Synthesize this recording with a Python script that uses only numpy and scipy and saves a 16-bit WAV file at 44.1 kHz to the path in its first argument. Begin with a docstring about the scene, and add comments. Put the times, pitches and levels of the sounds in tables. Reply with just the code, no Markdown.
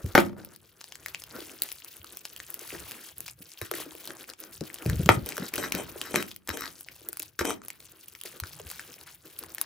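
"""A sticky crackle over a dull squelch: two hands stretch, fold and squeeze slime on a plate, close by.
Air pockets burst with loud snaps and ring as cavity resonators; tearing films and strands add noise.
The plate is pulled up, knocks on the wooden table and rocks, ringing in its damped modes, and buzzes
as slime peels off it. Lumps thump the table, short hollow notes drop in pitch, a small room answers."""
import sys
import numpy as np
from scipy import signal
from scipy.fft import rfft, irfft, next_fast_len
from scipy.io import wavfile
from scipy.ndimage import uniform_filter1d, map_coordinates

SR = 44100
rng = np.random.default_rng(int(sys.argv[2]) if len(sys.argv) > 2 else 0)


def inscribe(sig):
    """Save sig as 16-bit PCM at rate SR to the path in sys.argv[1].

    A 1-D sig is mono; a 2-D sig holds one channel per row.
    Samples are clipped to [-1, 1] before scaling.
    """
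    pcm = np.round(np.clip(np.atleast_2d(sig).T, -1, 1) * 32767)
    wavfile.write(sys.argv[1], SR, pcm.astype(np.int16))


N = 425565
CLOCK = np.arange(N) / SR


def amp(db):
    """Amplitude ratio of a level in decibels."""
    return 10 ** (np.asarray(db) / 20)


def along(points, hz):
    """Interpolation of (f/Hz, value) points on a logarithmic frequency axis."""
    f, value = np.transpose(points)
    return np.interp(np.log(hz + 1), np.log(f + 1), value)


def unit_rms(x):
    """Normalisation to a mean power of 1."""
    return x / np.sqrt(np.mean(x ** 2) + 1e-20)


def wobble(rate):
    """Smooth random modulation: a spline through `rate` knots a second."""
    return map_coordinates(rng.standard_normal(int(N * rate / SR) + 4), [CLOCK * rate])


def filtered(x, response):
    """Linear filtering: the spectrum times a complex frequency response."""
    size = next_fast_len(N + SR // 2)
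    return irfft(rfft(x, size) * response(np.fft.rfftfreq(size, 1 / SR)), size)[..., :N]


def placed(times, shapes, pan_db):
    """Superposition of short sounds, one a row, each panned by a left-right level difference."""
    at = (np.round(times * SR).astype(int)[:, None] + np.arange(shapes.shape[1])).ravel()
    channels = [shapes * amp(side * pan_db / 2)[:, None] for side in (1, -1)]
    return np.array([np.bincount(at, channel.ravel(), N + SR)[:N] for channel in channels])


def rings(hz, cycles, seconds):
    """Damped oscillations, one a row, whose envelopes peak after `cycles` periods."""
    turns = hz[:, None] * np.arange(round(seconds * SR)) / SR
    return np.sin(2 * np.pi * turns) * turns / cycles * np.exp(1 - turns / cycles)


def rush(spectrum, coherence, lumps_db, rate):
    """Partly coherent stereo noise of rms 1, made lumpy by amplitude modulation."""
    mid, side = filtered(rng.standard_normal((2, N)), lambda hz: amp(along(spectrum, hz)))
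    angle = np.arccos(coherence) / 2
    pair = np.cos(angle) * mid + np.sin(angle) * np.array([side, -side])
    return unit_rms(pair * amp(lumps_db * wobble(rate)))


def grains(count, hz, octaves, cycles, spread_db, seconds):
    """Clustered shot noise of rms 1: tiny damped oscillations, few of them large."""
    time_rank, size_rank = rng.random((count, 2)).T
    detune, pan = rng.standard_normal((count, 2)).T
    cumulative_rate = np.cumsum(amp(5 * wobble(25)))
    times = np.interp(time_rank, cumulative_rate / cumulative_rate[-1], CLOCK)
    pitch = np.clip(hz * 2 ** (octaves * detune), 100, SR / 2.6)
    size = amp(-spread_db * np.log(1 - .985 * size_rank))
    return unit_rms(placed(times, size[:, None] * rings(pitch, cycles, seconds), 3 * pan))


def strokes(rows, attack_s, sag_db_per_s, release_db_per_s):
    """Envelopes with a linear rise and an exponential decay that steepens after the hold."""
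    gain = np.zeros(N)
    for start, hold, db in rows:
        t = np.clip(CLOCK - start, 0, None)
        released = np.clip(t - hold, 0, None)
        gain += np.clip(t / attack_s, 0, 1) * amp(db - sag_db_per_s * t - release_db_per_s * released)
    return gain


def kneading_db(layer):
    """Slow amplitude envelope that the kneading gives the crackle or the squelch."""
    # course of the kneading: t/s, crackle level/dB, squelch level/dB
    effort = [(0.0, -55.5, -59.5), (0.29, -60.5, -50), (0.62, -66, -69.5), (1.53, -53, -54.5),
              (1.801, -55, -63.5), (2.23, -57, -65), (2.741, -51, -53), (3.44, -57.5, -71.5),
              (3.84, -54.5, -55), (4.46, -54, -60.5), (4.94, -54, -52.5), (5.0, -50, -49.5),
              (6.15, -53.5, -53), (6.29, -59.5, -63), (8.01, -60, -66), (8.6, -55.5, -57.5),
              (9.11, -60, -64.5), (9.65, -55.5, -55.5)]
    times, crackle_db, squelch_db = np.transpose(effort)
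    return np.interp(CLOCK, times, {"crackle": crackle_db, "squelch": squelch_db}[layer])


def rest_db(fade_s=.015):
    """The excitation weakens, and the level dips, while the hands rest."""
    # pauses: t/s, duration/s, depth/dB
    rests = [(0.292, .08, 17.5), (0.73, 0.055, 5.5), (3.127, 0.043, 11), (3.332, 0.042, 11),
             (3.672, .038, 17), (4.247, 0.029, 13), (4.329, 0.056, 16), (4.582, 0.033, 10), (5.167, 0.1, 5),
             (5.499, 0.026, 10.5), (5.684, 0.018, 6), (6.353, 0.11, 12.5), (7.298, 0.086, 9.5),
             (7.583, 0.046, 18.5), (9.166, 0.08, 5.5)]
    level_db = np.zeros(N)
    for start, length, depth_db in rests:
        inside_s = np.minimum(CLOCK - start, start + length - CLOCK)
        level_db -= depth_db * np.clip(inside_s / fade_s + .5, 0, 1)
    return level_db


def crackle():
    """Shot noise of countless tiny bursting pockets, over the fizz of tearing film."""
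    # spectrum of tearing film: f/Hz, relative spectral level/dB
    film = [(1000, -21.5), (2500, 1), (4000, -2), (9000, -11), (16500, -0.5)]
    ticks = grains(count=6000, hz=8500, octaves=.8, cycles=.7, spread_db=4.8, seconds=.002)
    fizz = rush(film, coherence=.75, lumps_db=6, rate=85)
    return amp(kneading_db("crackle") + rest_db()) * (ticks + fizz)


def squelch():
    """Heavily damped cavities: larger pockets cave in dully inside the paste."""
    # spectrum of the paste: f/Hz, relative spectral level/dB
    paste = [(100, -19.5), (200, -6.5), (330, 0), (450, -2.5), (900, -17), (1500, -8), (3000, -33.5)]
    gulps = grains(count=6000, hz=1700, octaves=.7, cycles=.45, spread_db=4.5, seconds=.003)
    smear = rush(paste, coherence=.9, lumps_db=5.5, rate=28)
    return amp(kneading_db("squelch") + .99 * rest_db()) * (amp(-3.5) * gulps + amp(2) * smear)


def table_rumble():
    """Forced vibration: the arms shake the table; it swells after knocks and thumps and during rocking."""
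    # spectrum of the table: f/Hz, relative spectral level/dB
    wood = [(20, -54), (35, -37), (60, -0.5), (100, -0.5), (170, -1), (300, -58.5)]
    # swells of low rumble: t/s, hold/s, level/dB
    rumbles = [(0.15, 0.058, -42.5), (4.86, 0.28, -24.5), (5.55, 0.34, -46), (8.42, 0.72, -61)]
    squelch_db = kneading_db("squelch")
    shake = amp(-64 + .25 * (squelch_db - squelch_db.mean()))
    swells = strokes(rumbles, attack_s=.011, sag_db_per_s=18, release_db_per_s=143.5)
    return (shake + swells) * rush(wood, coherence=.9, lumps_db=4.5, rate=9)


def thuds():
    """Impact excitation: lumps and the rocking plate thump the table, higher thumps with more slap."""
    # blows on the table: t/s, level/dB, f/Hz
    blows = [(0.043, -20.5, 105), (0.056, -25, 96), (0.085, -36.5, 89), (1.999, -47.5, 84),
             (3.401, -42.5, 160), (3.62, -33.5, 103), (4.611, -26, 157), (4.859, -24, 170),
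             (4.89, -21.5, 96), (4.925, -17.5, 128), (4.959, -24.5, 68.9), (4.995, -17.5, 151.2),
             (5.028, -23.5, 78.6), (5.059, -18.5, 147), (5.098, -14, 104), (5.171, -18, 121.3),
             (5.221, -33.5, 67.6), (5.399, -30, 190), (5.421, -27.5, 190), (5.744, -24.5, 213),
             (6.16, -25, 220), (6.499, -34, 82), (7.406, -33.5, 81.4), (8.423, -30.5, 88.8),
             (8.658, -39, 77)]
    times, db, hz = np.transpose(blows)
    swell = np.arange(round(.12 * SR)) / SR / .0099
    noise = rng.standard_normal((len(times), len(swell)))
    dull_noise = uniform_filter1d(uniform_filter1d(noise, size=48), size=48)
    slap = amp(8.5) * dull_noise * swell * np.exp(1 - swell)
    slap -= uniform_filter1d(slap, size=260)  # high-pass
    thump = rings(hz, cycles=.65, seconds=.12) + (hz[:, None] / 160) ** 2 * slap
    return placed(times, amp(db)[:, None] * thump, rng.normal(1, 2.5, len(times)))


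def snaps():
    """Cavity resonance: the skin cracks, a spray follows, and the open pocket rings for a few cycles."""
    # bursting pockets: t/s, level/dB, pocket f/Hz, relative crack level/dB
    bursts = [(0.0617, -29, 7490, -9.5), (0.4482, -32, 7820, -1), (0.5611, -35, 4650, -1.5),
              (0.8082, -30, 6290, -23.5), (0.8125, -25, 6260, -20), (0.8416, -25, 5020, -20),
              (0.9224, -23, 2890, -23), (0.9548, -23.5, 8200, -18), (1.061, -19, 1970, -12),
              (1.0838, -22.5, 5990, -11), (1.1467, -14.5, 2550, -47), (1.2201, -28, 5440, -14.5),
              (1.2379, -27.5, 5930, -7.5), (1.405, -24, 4600, -28.5), (1.62, -10.5, 4170, -3.5),
              (1.6347, -22, 7560, -1), (1.689, -27.5, 2720, -10), (1.7173, -19.5, 5150, -11.5),
              (1.7246, -27.5, 8600, 0), (1.8462, -29.0, 8570, -4.5), (2.0441, -29, 1280, -8),
              (2.171, -25.5, 7900, -6), (2.2528, -19.5, 7400, -10.5), (2.2571, -28.5, 3960, -16),
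              (2.363, -27, 3030, -7.5), (2.4011, -22, 1890, -21), (2.5028, -26.0, 6890, 0),
              (2.5423, -23, 8790, -2), (2.5923, -26.5, 7020, -4), (2.9106, -26.0, 2800, -5),
              (2.918, -24, 2800, -5), (3.1819, -30, 7600, 1.5), (3.2049, -23, 8250, -2),
              (3.2619, -27, 5400, -6.0), (3.2801, -26, 2410, -11), (3.2849, -23.5, 2350, -18),
              (3.6148, -21.5, 2200, -5.5), (3.7135, -17.5, 1295, -6), (3.7383, -19, 1830, -30.0),
              (3.7838, -27.5, 1060, -3), (3.9514, -33.5, 2430, -3), (4.0543, -28.5, 7470, -6),
              (4.0745, -23, 4000, -7), (4.1056, -24, 1680, -27.5), (4.2913, -30.0, 1530, -10.5),
              (4.3001, -24, 4840, -22.5), (4.3357, -27.5, 5700, -16.5), (4.402, -32, 2500, -0.5),
              (4.4381, -26, 5710, -14), (4.4692, -44, 6040, -12), (4.6085, -21, 5270, -24),
              (4.7427, -23.5, 7920, -6.5), (4.7853, -28.5, 3340, -16), (4.8225, -28, 2480, -22.5),
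              (4.8616, -22, 2390, -9), (4.898, -16, 1700, -8), (5.0598, -16, 7410, -13),
              (5.2611, -24.5, 6400, -3), (5.2896, -18.5, 4600, -8.5), (5.3221, -20, 2350, -28.0),
              (5.368, -21, 1420, -10.0), (5.3797, -17, 1490, -10), (5.5387, -18, 2240, -8.0),
              (5.5573, -18.5, 8720, -3), (5.5625, -18, 2840, -19.0), (5.5796, -17, 1550, -19),
              (5.6555, -27.5, 5100, -25.0), (5.7218, -9, 2420, -11.0), (5.7499, -17.5, 2360, -4),
              (6.0147, -14.5, 3020, -12), (6.1438, -20, 900, -26.0), (6.1583, -7.5, 2050, -11.5),
              (6.226, -18, 2390, -13), (6.3144, -24, 3500, -36), (6.3625, -30.5, 4660, -4.5),
              (6.4746, -20.5, 8600, -12), (6.4908, -15, 1590, -7.5), (6.5719, -21.5, 1620, -6),
              (6.608, -22.5, 1260, -4.5), (6.6572, -20.5, 4350, -25.5), (6.6775, -23, 4240, -32.5),
              (6.8087, -29, 4800, -1.5), (6.8859, -24, 2100, -32), (7.0875, -21.5, 8600, -1.5),
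              (7.1296, -25, 1430, -3), (7.1711, -24.0, 8790, -3), (7.1952, -30, 8100, 8),
              (7.1989, -18.5, 6900, -20), (7.2209, -24, 5040, -11), (7.2275, -26.5, 5940, 0),
              (7.2311, -25, 4820, -29), (7.3915, -13.5, 1510, -16.5), (7.3959, -17, 1460, -17),
              (7.4528, -17, 1490, -10), (7.5055, -16, 1260, -10.5), (7.6175, -31.5, 1290, -46),
              (7.6495, -34.5, 5700, -1), (7.6831, -23.5, 8790, -3), (7.703, -22.5, 2200, -9),
              (7.8037, -32.5, 3650, -10.5), (8.0828, -33, 7760, -1.0), (8.1508, -28, 2240, -13),
              (8.213, -26.5, 3120, -5), (8.2357, -29, 3270, -2.5), (8.4005, -20, 5000, -4),
              (8.4367, -18.5, 1450, -36), (8.598, -30, 3170, -27), (8.701, -26.5, 6780, -9.0),
              (8.7137, -24.5, 6700, -4), (8.795, -20.5, 1640, -26), (8.9403, -28.5, 5750, -20.0),
              (9.0118, -34, 3970, -9.5), (9.3889, -26, 6400, -1.5), (9.3916, -30, 8790, 2),
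              (9.4368, -30, 1060, -3.5), (9.5478, -24.5, 8790, -1), (9.5825, -19, 1800, -16),
              (9.6136, -10.5, 8000, -1)]
    times, db, hz, bright_db = np.transpose(bursts)
    t = np.arange(SR // 50) / SR
    noise = rng.standard_normal((len(times), 2, len(t)))
    pan_db = .37 + 1.2 * noise[:, 0, 0]
    swell = t / .00062
    spray = swell ** 2 * np.exp(2 - 2 * swell) + amp(-9.5 - 60 * t / .022) * np.tanh(swell)
    pocket_share = np.sqrt(np.clip(1 - amp(2 * bright_db), .03, 1))  # what the crack leaves
    splash = amp(-3 + .15 * bright_db)[:, None] * noise[:, 0] * spray  # softer crack, purer note
    turns = hz[:, None] * t
    ring = np.sin(2 * np.pi * turns) * np.tanh(1.5 * turns) * amp(4 - 6 * turns)
    pocket = placed(times, (pocket_share * amp(db - 3))[:, None] * (ring + splash), pan_db)
    pocket = filtered(pocket, lambda f: 1j * f / (700 + 1j * f) / (1 + (f / 9000) ** 8))
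    crack = placed(times, amp(db + bright_db - 1.5)[:, None] * noise[:, 1] * spray, pan_db)
    return pocket + filtered(crack, lambda f: 1 / (1 + (9000 / (f + 1)) ** 8))


def fizz_rushes():
    """Broadband noise in short rushes: the bright spray after the plate's slap, then tearing sheets."""
    # spectrum of the fizz: f/Hz, relative spectral level/dB
    spectrum = [(900, -14.5), (1500, -9), (2800, -4.5), (4500, -5), (9000, -4), (16500, -5.5)]
    # rushes of fizz: t/s, hold/s, level/dB
    rushes = [(0.15, 0.052, -40), (1.385, .05, -52.5), (1.62, 0.037, -50.5), (2.6, 0.49, -52.5),
              (3.645, 0.0074, -47), (3.735, 0.027, -43), (3.797, 0.0067, -43.5), (8.25, 0.013, -45),
              (8.7, 0.15, -55.5), (9.06, 0.023, -54.5)]
    ticks = grains(count=9000, hz=3500, octaves=.8, cycles=1.1, spread_db=3.5, seconds=.002)
    fizz = rush(spectrum, coherence=.8, lumps_db=3.5, rate=170)
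    return strokes(rushes, attack_s=.005, sag_db_per_s=5.5, release_db_per_s=303.5) * (fizz + ticks)


def plate_knocks():
    """Modal ringing: each knock excites the plate's modes at new strengths; low modes build up later."""
    # the plate meets the table: t/s, level/dB, spectral tilt about 1 kHz/(dB per octave)
    impacts = [(0.1514, -2.5, -0.5), (0.1546, -5.5, -2), (0.178, -5, -1.5), (0.187, -10.5, -4),
               (0.218, -30.5, 2.5), (5.0903, -1.5, 1.5), (6.142, -21, -5), (6.159, -29, 7),
               (6.488, -31, -5), (7.411, -18, -3)]
    # modes of the plate: f/Hz, level/dB, T60/s
    plate_modes = [(220, -5, 0.031), (347, -3.5, 0.045), (554, 1, 0.018), (745, -1.5, 0.015),
                   (900, -6, 0.026), (1177, -10, 0.035), (1370, 4, 0.01), (1860, -2.5, 0.01),
                   (2040, 8, 0.0037), (3140, -13, 0.0097)]
    rocking = [(.259 + k * .0356, -38 - k * 2.2, -6) for k in range(7)]  # on its rim after the drop
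    times, db, tilts_db = np.transpose(impacts + rocking)
    hz, mode_db, t60 = np.array(plate_modes).T[:, :, None]
    t = np.arange(SR // 4) / SR
    envelopes = amp(mode_db - 60 * t / t60) * (1 - np.exp(-t * hz / .8))
    ringing = []
    for tilt_db in tilts_db:
        strengths = amp(rng.normal(0, 1, hz.shape) + tilt_db * np.log2(hz / 1e3))
        sines = np.sin(2 * np.pi * (hz * t + rng.random(hz.shape)))
        ringing.append(np.sum(envelopes * strengths * sines, axis=0))
    noise = uniform_filter1d(rng.standard_normal((len(times), len(t))), size=5)
    rattle = .52 * amp(-60 * t / .023) * noise
    return placed(times, amp(db)[:, None] * (ringing + rattle), np.zeros(len(times)))


def hollow_notes(landing_hz=322.7, overshoot=1.6, fall_s=.0021, t60_s=.06):
    """Damped downward chirps: each hollow note starts high, drops within a cycle or two and dies."""
    # hollow notes: t/s, level/dB
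    onsets = [(1.385, -35.5), (1.417, -39), (2.616, -43), (2.726, -37), (3.615, -34.5), (3.714, -28),
              (3.739, -32.5), (3.786, -39), (3.801, -38.5), (3.862, -37), (3.949, -41), (4.612, -29),
              (4.858, -27), (5.381, -31.5), (5.592, -29.5), (5.619, -33), (5.751, -29), (5.958, -34),
              (6.194, -37), (6.492, -39), (7.014, -47.5), (7.043, -54), (7.09, -42), (7.198, -44.5),
              (8.252, -39.5), (8.598, -39)]
    times, db = np.transpose(onsets)
    t = np.arange(SR // 12) / SR
    hz = landing_hz * 2 ** rng.normal(0, .15, (len(times), 1))
    turns = hz * (t + overshoot * fall_s * (1 - np.exp(-t / fall_s)))
    note = np.sin(2 * np.pi * turns) * amp(4 - 60 * t / t60_s) * np.tanh(t / .0017)
    return placed(times, amp(db)[:, None] * note, rng.normal(0, 1.5, len(times)))


def peels(snapping, contact_db=-41):
    """Mechanical coupling: strands let go and set the plate buzzing; snaps during a peel ring it too."""
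    # sheets peel apart or off the plate: t/s, hold/s, level/dB
    pulls = [(3.615, 0.0026, -37.5), (3.735, 0.045, -43), (4.86, 0.066, -42), (5.09, 0.052, -30),
             (5.26, 0.2, -42.5), (5.535, 0.027, -37), (5.58, 0.082, -30.5), (5.72, 0.095, -34.5),
             (6.01, 0.14, -41), (6.15, 0.069, -33.5), (6.485, 0.18, -36.5), (6.59, 0.025, -37),
             (7.39, 0.016, -28.5), (7.445, 0.071, -30.5)]
    hiss = rush([(100, 0), (16000, -.1)], coherence=.87, lumps_db=3.5, rate=120)
    strands = grains(count=4000, hz=5640, octaves=.81, cycles=.23, spread_db=2, seconds=.00023)
    gain = strokes(pulls, attack_s=.0016, sag_db_per_s=48.5, release_db_per_s=403.5)
    coupling = np.tanh(gain / amp(contact_db))
    buzz = unit_rms(plate_buzz(hiss + amp(2.5) * strands))
    return gain * buzz + amp(-9.5) * plate_buzz(coupling * snapping)


def plate_buzz(force):
    """Driven resonances of the plate, in two groups; the slime damps now one, now the other."""
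    # resonances under a peel: f/Hz, bandwidth/Hz, level/dB
    bands = [(320.3, 130, 9.5), (705, 920, 3.5), (1316, 920, 1.5), (2070, 480, 1.5), (2490, 110, -1),
             (3120, 80, 0), (3860, 69, -1), (5456, 72, 1), (5970, 59, 2), (8250, 990, -4.5),
             (12010, 510, -4.5)]

    def response(f, group):
        total = amp(-13) / (1 + 1j * f / 3000)  # broad floor between the resonances
        for k, (hz, width, db) in enumerate(bands):
            if k // 2 % 2 == group:
                total += (-1) ** k * amp(db) * 1j * f * width / (hz * hz - f * f + 1j * f * width)
        return total

    one, other = filtered(force, lambda f: [[response(f, 0)], [response(f, 1)]])
    balance_db = 3.5 * wobble(22)
    return amp(balance_db) * one + amp(-balance_db) * other


def room(x, delay_samples=250):
    """Reverberation: convolution with a noise tail in which each frequency dies at its own rate."""
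    # reverberation time: f/Hz, T60/s
    decay = [(100, 0.78), (400, 0.18), (1500, 0.18), (5000, 0.091), (14000, 0.013)]
    hz, t, spectra = signal.stft(rng.standard_normal((2, SR // 2)), SR, nperseg=256)
    tail = signal.istft(spectra * amp(-60 * t / along(decay, hz)[:, None]), SR, nperseg=256)[1]
    delayed = np.pad(x.mean(axis=0), (delay_samples, 0))[None]
    return signal.fftconvolve(delayed, tail / np.linalg.norm(tail[0]), axes=1)[:, :N]


def scene():
    """Superposition of plate and slime, each with its reverberation, and the dry sound of the table."""
    snapping = snaps()
    plate = plate_knocks() + peels(snapping) + hollow_notes()
    slime = snapping + crackle() + fizz_rushes() + squelch()
    return plate + amp(-10) * room(plate) + slime + amp(-13) * room(slime) + thuds() + table_rumble()


def record(dry, top_hz=16670):
    """Two microphone ports of unlike depth colour the treble and shift its phase; peaks clip."""
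    # response common to both ports: f/Hz, level/dB
    colour = [(20, -27.5), (60, -0.5), (120, -1.5), (9000, 1), (11100, 6.5), (12800, 6), (14900, 9.5),
              (16000, -8.5), (16600, -24.5)]
    # left port over right: f/Hz, level difference/dB
    imbalance = [(100, 0), (1500, 2), (6000, 4.5), (13000, 0.5)]
    # lead of the left port: f/Hz, phase/rad
    lead = [(30, 0), (2400, 0), (4000, .6), (7200, .6), (8800, 0), (9900, .9), (11400, -.2), (12500, -2.2),
            (13400, -3.14), (13900, -3.7), (15300, -6.2)]

    def ports(hz):
        left = amp(along(imbalance, hz) / 2) * np.exp(.5j * along(lead, hz))
        return amp(along(colour, hz)) * np.array([left, 1 / left])

    clipped = np.clip(filtered(dry, ports), -1, 1)
    return filtered(clipped, lambda hz: hz < top_hz)


dry = scene()
out = record(dry)
inscribe(out)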